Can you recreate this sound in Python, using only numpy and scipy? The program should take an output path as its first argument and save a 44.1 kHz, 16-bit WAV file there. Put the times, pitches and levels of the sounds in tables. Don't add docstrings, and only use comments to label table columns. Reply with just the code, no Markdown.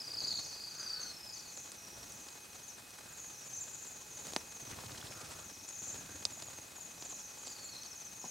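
import sys
import numpy as np
from scipy import signal
from scipy.fft import rfft, irfft, next_fast_len
from scipy.io import wavfile
from scipy.ndimage import map_coordinates

SR = 44100
rng = np.random.default_rng(int(sys.argv[2]) if len(sys.argv) > 2 else 0)


def waveform_to_disk(signal):
    frames = np.transpose(np.atleast_2d(signal))
    scaled = np.clip(frames, -1, 1) * 32767
    samples = np.round(scaled).astype(np.int16)
    wavfile.write(sys.argv[1], SR, samples)


N = 366030


HIGH_TRILLS = [(0.188, 0.523, 9.4, 0.43, 7220, 40.5, -48.5, 1.5), (0.4, 0.527, 4, 0.4, 5950, 37, -54, .5),
               (0.043, 0.09, 2, 0.03, 6050, 26.3, -56, .5), (0.695, 0.926, 6.1, 0.4, 6860, 44, -50.5, 2),
               (0.935, 0.977, 2, 0, 5800, 29.8, -56, 1), (1.005, 1.084, 4.1, 0.15, 6710, 22.1, -52.5, 4),
               (1.03, 1.094, 2.8, 0.4, 6000, 34.4, -56, -2), (1.336, 1.381, 2, 0.43, 6730, 36.5, -48.5, 5),
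               (1.476, 1.659, 4.8, 0.52, 7290, 58.8, -51.5, 1),
               (1.583, 1.685, 3, 0.35, 7600, 50.3, -53.5, .5), (2.052, 2.2, 4.2, 0.48, 7100, 42.3, -54, 2),
               (2.22, 2.418, 5, 0.33, 6980, 28.2, -56.5, .5), (2.505, 2.592, 3, 0.5, 6850, 32, -54.5, 3),
               (2.632, 2.732, 3, 0.5, 6950, 41, -50.5, 5), (2.885, 2.92, 2.05, 1, 6550, 34, -59.5, 1),
               (2.96, 3.036, 2.9, 0.7, 6760, 26.1, -62, -1), (3.086, 3.174, 3, 0.85, 7750, 51.7, -54, 0),
               (3.17, 3.325, 6, 0.23, 7130, 30, -52, 1), (3.338, 3.413, 2.8, 0.5, 6350, 24.3, -53, 1),
               (3.451, 3.514, 3, 0.07, 7370, 51.3, -53.5, 3),
               (3.534, 3.563, 1.8, 0.76, 6780, 23.76, -45.5, 1), (3.568, 3.61, 2, 1, 7670, 57.4, -44.5, 1),
               (3.686, 3.781, 3.1, 0.4, 7590, 48.4, -51.5, 8),
               (3.822, 4.002, 5.1, 0.16, 7600, 45.7, -53, 3), (4.106, 4.377, 7, 0.32, 7140, 32.35, -51, .5),
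               (4.129, 4.318, 4.6, 0.71, 7600, 43.4, -56, .5), (4.498, 4.707, 4.9, 0.28, 6890, 32, -52, .5),
               (4.827, 4.963, 3.8, 0.52, 7180, 33.8, -57, .5), (5.106, 5.248, 4, 0.4, 7070, 32, -54.5, .5),
               (5.356, 5.572, 6, 0.4, 7060, 42.2, -54.5, 6), (5.49, 5.68, 5, 0.4, 6200, 30, -58, 3),
               (5.631, 5.729, 3.07, 0.6, 7100, 27, -50, 7), (5.787, 5.974, 5, 0.55, 7600, 42.4, -47.5, 2),
               (5.753, 5.891, 4.8, 0.39, 7080, 33.2, -49.5, 5),
               (6.098, 6.285, 5.15, 0.23, 6960, 25.94, -52, 1),
               (6.325, 6.615, 7.1, 0.22, 7200, 25.1, -50, 1), (6.763, 6.898, 3.6, 0.18, 7070, 30.7, -51, 5),
               (6.955, 7.338, 9.2, 0.5, 6950, 28.8, -54.5, .5), (7.008, 7.233, 5.86, 0.3, 7550, 60, -50, 0),
               (7.386, 7.506, 3.96, 0.73, 7520, 51.8, -49, 2),
               (7.606, 7.683, 3.04, 0.6, 7550, 30.8, -50, .5), (7.719, 8.051, 8.24, 0.88, 6834, 40, -51, 3),
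               (8.115, 8.278, 4.7, 1, 7000, 30, -49, 4.5), (8.215, 8.25, 2, 1, 6250, 28, -54, 1)]

def near_trills(swell_hz=519.5, swell_db=4.5, scatter_hz=100, note_ms=34):
    song = np.zeros((2, N))
    for first, last, count, crest, top_hz, fall, db, pan_db in HIGH_TRILLS:
        reach = min(1, count / 6)
        for s, _, slack in evenly_spaced(first, last, count, crest):
            sharp, strong, steep, long = rng.uniform(-1.7, 1.7, 4)
            hz = top_hz - swell_hz * reach * slack + scatter_hz * sharp
            note = falling_note(hz, fall * np.exp(0.18 * steep), note_ms + 2 * long)
            gain = amp(db + 1 - swell_db * slack + 1.2 * strong)
            add(song, s - .008, placed(gain * note, pan_db))
    return song


# first t/s, last t/s, notes, crest, first f/Hz, last f/Hz, sag/Hz, level/dB, tremble/Hz
LOW_TRILLS = [(0, .035, 2, 0, 5300, 5100, 1500, -46, 80),
              (.066, .372, 10, 0.7, 5080, 4650, 1315, -39.5, 105),
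              (0.38, 0.779, 12, 0.4, 4560, 4600, 600, -50.5, 90),
              (0.411, 0.764, 12, 0.55, 4920, 4930, 1050, -48, 109),
              (0.794, 1.093, 10, 0.34, 4950, 4500, 810, -43.5, 70),
              (1.13, 1.484, 12, 0.5, 5600, 4570, 900, -50.5, 140),
              (1.741, 2.016, 10, 0.44, 5950, 5850, 705, -54, 171),
              (4.87, 5.369, 16, 0.5, 5500, 5480, 600, -60, 170),
              (7.45, 7.779, 11, 0.85, 4900, 4300, 650, -52.5, 120),
              (7.81, 7.841, 2, 1, 4390, 4800, 1200, -54.5, 150)]

def low_trills(swell_db=6, scatter_hz=40, note_ms=26):
    song = np.zeros(N)
    for first, last, count, crest, first_hz, last_hz, sag_hz, db, tremble_hz in LOW_TRILLS:
        for s, place, slack in evenly_spaced(first, last, count, crest):
            sharp, strong, long = rng.uniform(-1.7, 1.7, 3)
            hz = first_hz + place * (last_hz - first_hz) + scatter_hz * sharp
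            note = arched_note(hz, note_ms + long, sag_hz, tremble_hz)
            add(song, s, amp(db + 0.5 - swell_db * slack + strong) * note)
    return song


# t/s, level/dB
FLOCK_LOUDNESS = [(0.0, -55), (0.23, -63), (0.37, -46.5), (1.11, -63), (1.31, -53), (1.5, -50), (1.87, -58),
                  (2.15, -51.5), (2.75, -67), (2.96, -64), (3.25, -52.5), (3.7, -49), (4.5, -51.5),
                  (5.22, -56.5), (5.92, -51.5), (6.82, -57), (7.01, -51), (7.3, -50), (7.77, -56),
                  (8.3, -55)]

def far_trills(birds=5, pitch_hz=7000, notes_per_s=22, gain_db=-9):
    song = np.zeros(N)
    for _ in range(birds):
        effort = wobble(4)
        notes_sung = np.cumsum(notes_per_s * (1 + 0.031 * wobble(1.8))) / SR + rng.random()
        for i in np.flatnonzero(np.diff(np.floor(notes_sung))):
            top_hz = pitch_hz + 300 * effort[i] + 260 * rng.normal()
            note = falling_note(top_hz, fall=36 + 5 * effort[i], length_ms=32)
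            add(song, i / SR, amp(1.2 * effort[i]) * note)
    return amp(curve(FLOCK_LOUDNESS) + gain_db) * unit(song)


def falling_note(top_hz, fall, length_ms, rise_ms=6, span_ms=18, plunge_ms=3.4, fade_db=6):
    ms = np.arange(-8, length_ms, 1000 / SR)
    scoop = 1500 * (np.minimum(ms, 0) / rise_ms) ** 2
    slide = fall * span_ms * (np.maximum(ms, 0) / span_ms) ** .68
    plunge = 900 * np.exp((ms - length_ms) / plunge_ms)
    loudness = np.interp(ms, [-rise_ms - 1, 0, length_ms - plunge_ms * 2, length_ms], [0, 1, 1, 0])
    loudness *= amp(-fade_db * (ms / length_ms) ** 2)
    return whistle(top_hz - scoop - slide - plunge, loudness, tremble_hz=70, tremble_db=2.4)


def arched_note(top_hz, length_ms, sag_hz, tremble_hz, rasp_hz=105):
    place = np.linspace(0, 1, int(length_ms * SR / 1000))
    sag = np.interp(place, [0, .1, .22, .5, .84, 1], [1, .35, 0, .16, .28, 1])
    loudness = np.interp(place, [0, .04, .12, .84, .92, 1], [0, .3, 1, 1, .35, .04])
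    rasp = 1 + 0.32 * np.sin(2 * np.pi * (rasp_hz * np.arange(len(place)) / SR + rng.random()))
    ripple = .7 * tremble_hz * wobble(230, len(place))
    return whistle(top_hz + ripple - sag_hz * sag, loudness * rasp, tremble_hz, tremble_db=2.2)


def whistle(hz, loudness, tremble_hz, tremble_db):
    phase = 2 * np.pi * np.cumsum(hz + tremble_hz * wobble(650, len(hz))) / SR
    tremble = amp(tremble_db * wobble(320, len(hz)))
    return np.sqrt(2) * loudness * tremble * np.sin(phase + rng.uniform(0, 2 * np.pi))


# t/s, level/dB, added knock level/dB, added tick level/dB, pan/dB
CLEAR_PECKS = [(1.573, -37, -17, -16, 1), (1.717, -37, -29, -6, 0), (2.12, -46, -14, 2, 2),
               (2.285, -38, -22, -25, 0), (2.303, -42, -18, -6, -2), (2.352, -48, -8, -8, 0),
               (2.905, -42, -20, -8, 1), (2.974, -53, -20, -8, 0), (3.5647, -47, -24, -20, -1),
               (4.268, -37, -11.5, -9, -2), (4.321, -38, -12, -15, 0), (4.334, -30.5, -12.5, -14, 0),
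               (4.3617, -19, -6.5, -20, 0.5), (4.3666, -35, -5, -8, 0), (5.6879, -45, -18, 3.5, 4),
               (5.942, -38.5, -7.5, -22, 0), (6.2513, -15, -31.5, -24, -2.5), (6.2529, -26, -20, -22, -2),
               (6.4213, -31.5, -17, -20, 2), (6.4245, -38, -10, -16, 2), (6.585, -43, -4, -20, 0),
               (7.0226, -34, -11, -29, -1), (7.4703, -32.5, -15, -18, -2), (7.478, -35, -19, -15, 0),
               (7.8328, -36.5, -24, -14, -2)]
# f/Hz, width/Hz, level/dB
BEAK_RING = [(3080, 140, -19), (4680, 1030, 9.5), (7900, 590, 2.5)]
KNOCK_RING = [(248, 220, 0), (520, 400, 4.5), (1066, 1060, -2.5), (2170, 860, -5.5)]
TICK_RING = [(8660, 1400, 0)]

def pecks(light_count=10, light_db=-49.5, detune=0.015):
    out = np.zeros((2, N))
    light = [(when * N / SR, light_db + 4 * force, -14, -20 + 14 * sharp, 0)
             for when, force, sharp in rng.random((light_count, 3))]
    for s, db, knock_db, tick_db, pan_db in CLEAR_PECKS + light:
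        damping = np.interp(db, [-35, -14], [2.2, 1])
        beak = [(hz * (1 + detune * rng.normal()), width * damping, level)
                for hz, width, level in BEAK_RING]
        snap = amp(3) * strike(beak, grit=0.06, fade_s=0.017, soft_hz=8400)
        knock = amp(knock_db + 6) * strike(KNOCK_RING, grit=.04, fade_s=.025, soft_hz=5500)
        tick = amp(tick_db - 5) * strike(TICK_RING, grit=0.91, fade_s=0.013, soft_hz=11500)
        add(out, s, placed(amp(db) * (snap - knock + tick), pan_db))
    return out


# t/s, level/dB
DULL_BUMPS = [(0.217, -47), (6.373, -49), (6.483, -50), (6.317, -52), (6.782, -46.5), (7.125, -47.5),
              (8.24, -39.5), (8.257, -44.5)]
# f/Hz, width/Hz, level/dB
BUMP_RING = [(222, 82, 4.5), (710, 150, 6.2), (1050, 210, 0.84)]

def bumps():
    out = np.zeros((2, N))
    for s, db in DULL_BUMPS:
        bump = strike(BUMP_RING, grit=0.045, fade_s=0.063, soft_hz=1430)
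        add(out, s, placed(amp(db + 2) * bump, pan_db=3))
    return out


def strike(resonances, grit, fade_s, soft_hz, size=2048, lead=64):
    def softened(x):
        return filtered(ring(x, resonances), lambda hz: 1 / (1 + (hz / soft_hz) ** 12))
    hit = signal.unit_impulse(size, lead)
    crumble = rng.standard_normal(size) * amp(-60 * np.arange(size) / SR / fade_s)
    return softened(hit + grit * np.roll(crumble, lead)) / np.abs(softened(hit)).max()


# t/s, length/s, feather level/dB, low thrum level/dB
FLUTTER_BOUTS = [(0.199, .17, -57, -60.5), (0.8, 0.28, -59, -67), (1.969, .13, -58.5, -60),
                 (2.99, .2, -69, -69), (4.259, .06, -55, -57), (4.709, .17, -53.5, -56),
                 (5.12, .22, -53, -60), (5.899, 0.1, -55.5, -60.5), (6.249, 0.33, -58.5, -66),
                 (6.851, .22, -61.5, -70), (7.472, 0.14, -58, -80)]

def flutter(rise_s=0.2, fade_s=.25):
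    gains = np.zeros((2, N))
    for s, length, feather_db, thrum_db in FLUTTER_BOUTS:
        bout = curve([(s - rise_s, 0), (s, 1), (s + length, 1), (s + length + fade_s, 0)])
        gains += amp([[feather_db], [thrum_db]]) * bout
    return gains


# f/Hz, level/dB
FEATHER_TONE = [(60, -40), (130, -6), (280, -3.5), (700, -2.5), (1200, -4), (2500, -9), (4500, -7.5),
                (8000, -7.5), (11000, -17.5), (14000, -48)]

def wing_whirr(beats_per_s=19, rustle_db=-56.5):
    beats = np.cumsum(beats_per_s * (1 + .3 * wobble(8))) / SR
    beat_db = 2 * np.sin(2 * np.pi * beats) + 2.4 * wobble(130)
    bouts, _ = flutter()
    return np.hypot(amp(rustle_db), bouts) * unit(stereo_noise(FEATHER_TONE) * amp(beat_db))


# t/s, level/dB, f/Hz
WING_FLICKS = [(4.723, -41, 1700), (4.733, -41, 1700), (4.786, -37.5, 1100), (4.835, -38.5, 803),
               (4.862, -39, 4000), (4.893, -40, 1395), (4.917, -34, 4520), (4.947, -42, 1430),
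               (4.975, -37, 4000), (5.012, -38, 3820), (5.025, -39.5, 1290), (5.068, -37, 3700),
               (5.109, -43, 650), (5.122, -41, 2200)]

def wing_flicks(soft_hz=7500):
    out = np.zeros(N)
    for s, db, hz in WING_FLICKS:
        flick = ring(air_puff(rise_s=0.0019, size=1500), [(hz, 0.49 * hz, 0)])
        add(out, s, amp(db - 0.5) * flick / np.abs(flick).max())
    return filtered(out, lambda hz: 1 / (1 + (hz / soft_hz) ** 4))


# first t/s, last t/s, beats, crest, level/dB, added flup level/dB
WINGBEAT_RUNS = [(4.573, 4.771, 5, 0.72, -48.5, -1), (4.85, 5.405, 10, 0.27, -46.5, -7.5),
                 (5.455, 5.62, 4, 0.4, -53, 1.5), (5.815, 6.31, 10, 0.3, -49.5, 1),
                 (6.359, 6.583, 5, .7, -52, -8)]
# f/Hz, width/Hz, level/dB
PUFF_RING = [(105, 73, 0), (238, 130, 0)]

def wingbeats(ebb_db=5):
    out = np.zeros(N)
    for first, last, count, crest, db, flup_db in WINGBEAT_RUNS:
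        for s, _, slack in evenly_spaced(first, last, count, crest):
            shove = air_puff(rise_s=0.0042, size=4096)
            thump, flup = (ring(ring(shove, [row]), [row]) for row in PUFF_RING)
            puff = thump / np.abs(thump).max() + amp(flup_db) * flup / np.abs(flup).max()
            add(out, s, amp(db - ebb_db * slack + 0.5 * rng.normal()) * puff)
    return out


def air_puff(rise_s, size):
    age = np.arange(size) / SR / rise_s
    return rng.standard_normal(size) * age * np.exp(-age)


def grain_pings(count, centre_hz, spread_octaves, ring_cycles, spread_db, grain_db=-49):
    out, t = np.zeros((2, N)), np.arange(512) / SR
    bouts, _ = flutter()
    share_done = np.cumsum(bouts) / bouts.sum()
    for when, side in rng.random((count, 2)):
        hz = min(centre_hz * 2 ** (spread_octaves * rng.normal()), SR / 4)
        ping = np.sin(2 * np.pi * hz * t) * np.exp(-hz * t / ring_cycles)
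        grain = amp(grain_db + spread_db * rng.normal()) * ping
        add(out, np.searchsorted(share_done, when) / SR, np.sqrt([[side], [1 - side]]) * grain)
    return out


# t/s, length/s, voice f/Hz, level/dB, throat f/Hz, hoarseness (share of the pitch)
CROW_CAWS = [(0.703, 0.28, 257, -62.5, 1430, .05), (0.941, 0.15, 248.3, -63, 1430, .05),
             (2.978, 0.23, 245.5, -72, 1460, .1), (5.1, 0.18, 240.6, -62.5, 1330, .25),
             (5.29, 0.19, 238.6, -67, 1330, .3), (5.895, 0.29, 264.3, -68, 1580, .25)]

def crow(throat_width_hz=460):
    out = np.zeros(N)
    for s, length, hz, db, throat_hz, hoarse in CROW_CAWS:
        throat = [(throat_hz, throat_width_hz, 0)]
        swell = np.sin(np.linspace(0, np.pi, int(length * SR)))
        pitch = hz * (.93 + .08 * swell + hoarse * wobble(196.3, len(swell)))
        pulses = np.diff(np.floor(np.cumsum(pitch) / SR), prepend=0)
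        voice = unit(ring(ring(pulses, throat), throat))
        add(out, s, amp(db) * np.sqrt(np.abs(swell)) * voice)
    return out


# f/Hz, level/dB, waver/dB
WHINE_TONES = [(841, -73.5, 1), (2524, -67, .4), (4061, -75, 1.5), (4100, -76, 1.5), (8392, -73.5, 1)]

def camera_whine():
    out, t = np.zeros(N), np.arange(N) / SR
    for hz, db, waver_db in WHINE_TONES:
        gain = np.sqrt(2) * amp(db + waver_db * wobble(5.7))
        out += gain * np.sin(2 * np.pi * hz * t + 0.076 * wobble(10))
    return out


# f/Hz, level/dB
HISS_TONE = [(25, -17), (120, 3), (350, -6), (800, -13), (1500, -1), (3000, -7), (4200, -3.5), (6000, -5),
             (9000, -5.5), (12000, -5), (15500, -11)]
RUMBLE_TONE = [(20, -26), (50, -5), (105, -0.5), (165, -4), (250, -5.5), (400, -8), (700, -10),
               (2000, -23.5)]

def open_air(hiss_db=-59, rumble_db=-64.5, throb_db=2, throbs_per_s=18):
    t = np.arange(N) / SR
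    throb = amp(throb_db * np.sin(2 * np.pi * throbs_per_s * t + 2.05 * wobble(3.5)))
    _, thrum = flutter()
    hiss = amp(hiss_db) * stereo_noise(HISS_TONE)
    rumble = np.hypot(amp(rumble_db), thrum) * throb * stereo_noise(RUMBLE_TONE)
    return hiss + rumble


# f/Hz, likeness (1 = the same)
EAR_LIKENESS = [(60, 0.98), (125, 0.99), (250, 0.77), (600, 0.26), (1200, 0.25), (2500, 0.49), (5000, 0.93),
                (8000, 1), (11000, 1)]

def stereo_noise(tone):
    def shape(hz):
        turn = np.arccos(np.clip(along(EAR_LIKENESS, hz), -1, 1)) / 2
        return amp(along(tone, hz)) * [np.cos(turn), np.sin(turn)]
    mid, side = filtered(rng.standard_normal((2, N)), shape)
    return unit(np.array([mid + side, mid - side]))


def with_echoes(x, echo_db, fade_s, width):
    hop, t = SR // 4, np.arange(SR // 3) / SR
    decay = amp(-60 * t / fade_s) * (1 - np.exp(-t / 0.0021))
    window = np.sin(np.linspace(0, np.pi, 2 * hop))
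    source = np.pad(x.mean(axis=0), (hop, 2 * hop))
    echoes = np.zeros((2, N))
    for start in range(0, N + hop, hop):
        mid, side = rng.standard_normal((2, len(t))) * decay
        tail = np.array([mid + width * side, mid - width * side]) / np.linalg.norm(mid)
        piece = window * source[start:start + 2 * hop]
        add(echoes, (start - hop) / SR, signal.fftconvolve(piece[None], tail, axes=1))
    return x + amp(echo_db) * echoes


def evenly_spaced(first, last, count, crest):
    place = np.linspace(0, 1, round(count))
    slack = np.abs(place - crest) / max(crest, 1 - crest)
    return zip(first + place * (last - first), place, slack)


def ring(x, resonances):
    return filtered(x, lambda f: sum(
        (-1) ** k * amp(db) * 1j * f * width / (hz * hz - f * f + 1j * f * width)
        for k, (hz, width, db) in enumerate(resonances)))


def filtered(x, response):
    n = x.shape[-1]
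    padded = next_fast_len(n + 8192)
    return irfft(rfft(x, padded) * response(np.fft.rfftfreq(padded, 1 / SR)), padded)[..., :n]


def wobble(rate, size=N):
    points = rng.standard_normal(int(size * rate / SR) + 4)
    return map_coordinates(points, [np.arange(size) * rate / SR])


def along(points, hz):
    f, value = np.transpose(points)
    return np.interp(np.log(hz + 1), np.log(f + 1), value)


def curve(points):
    return np.interp(np.arange(N) / SR, *np.transpose(points))


def add(track, s, x):
    start = round(s * SR)
    part = x[..., max(-start, 0):max(N - start, 0)]
    track[..., max(start, 0):][..., :part.shape[-1]] += part


def placed(x, pan_db):
    return x * amp([[pan_db / 2], [-pan_db / 2]])


def amp(db):
    return 10 ** (np.asarray(db) / 20)


def unit(x):
    return x / np.sqrt(np.mean(x ** 2) + 1e-20)


def scene():
    near = with_echoes(near_trills(), echo_db=-5.3, fade_s=0.26, width=0.45)
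    low = with_echoes(placed(low_trills(), pan_db=.9), echo_db=-6, fade_s=0.34, width=0.35)
    far = with_echoes(placed(far_trills(), pan_db=.8), echo_db=0, fade_s=0.25, width=0.4)
    taps = filtered(pecks() + bumps(), lambda hz: (hz / (hz - 90j)) ** 2)
    taps = with_echoes(taps, echo_db=-19, fade_s=.03, width=1.2)
    caws = with_echoes(placed(crow(), pan_db=5), echo_db=2.5, fade_s=0.25, width=0.17)
    crackle = grain_pings(count=170, centre_hz=4350, spread_octaves=0.47, ring_cycles=2.1, spread_db=1)
    wings = wing_whirr() + wing_flicks() + wingbeats()
    crunch = grain_pings(count=160, centre_hz=1100, spread_octaves=0.88, ring_cycles=0.86, spread_db=3)
    return near + low + far + taps + wings + crunch + crackle + caws + camera_whine() + open_air()


def record(dry, top_hz=15800):
    return filtered(dry, lambda hz: hz < top_hz)


dry = scene()
out = record(dry)
waveform_to_disk(out)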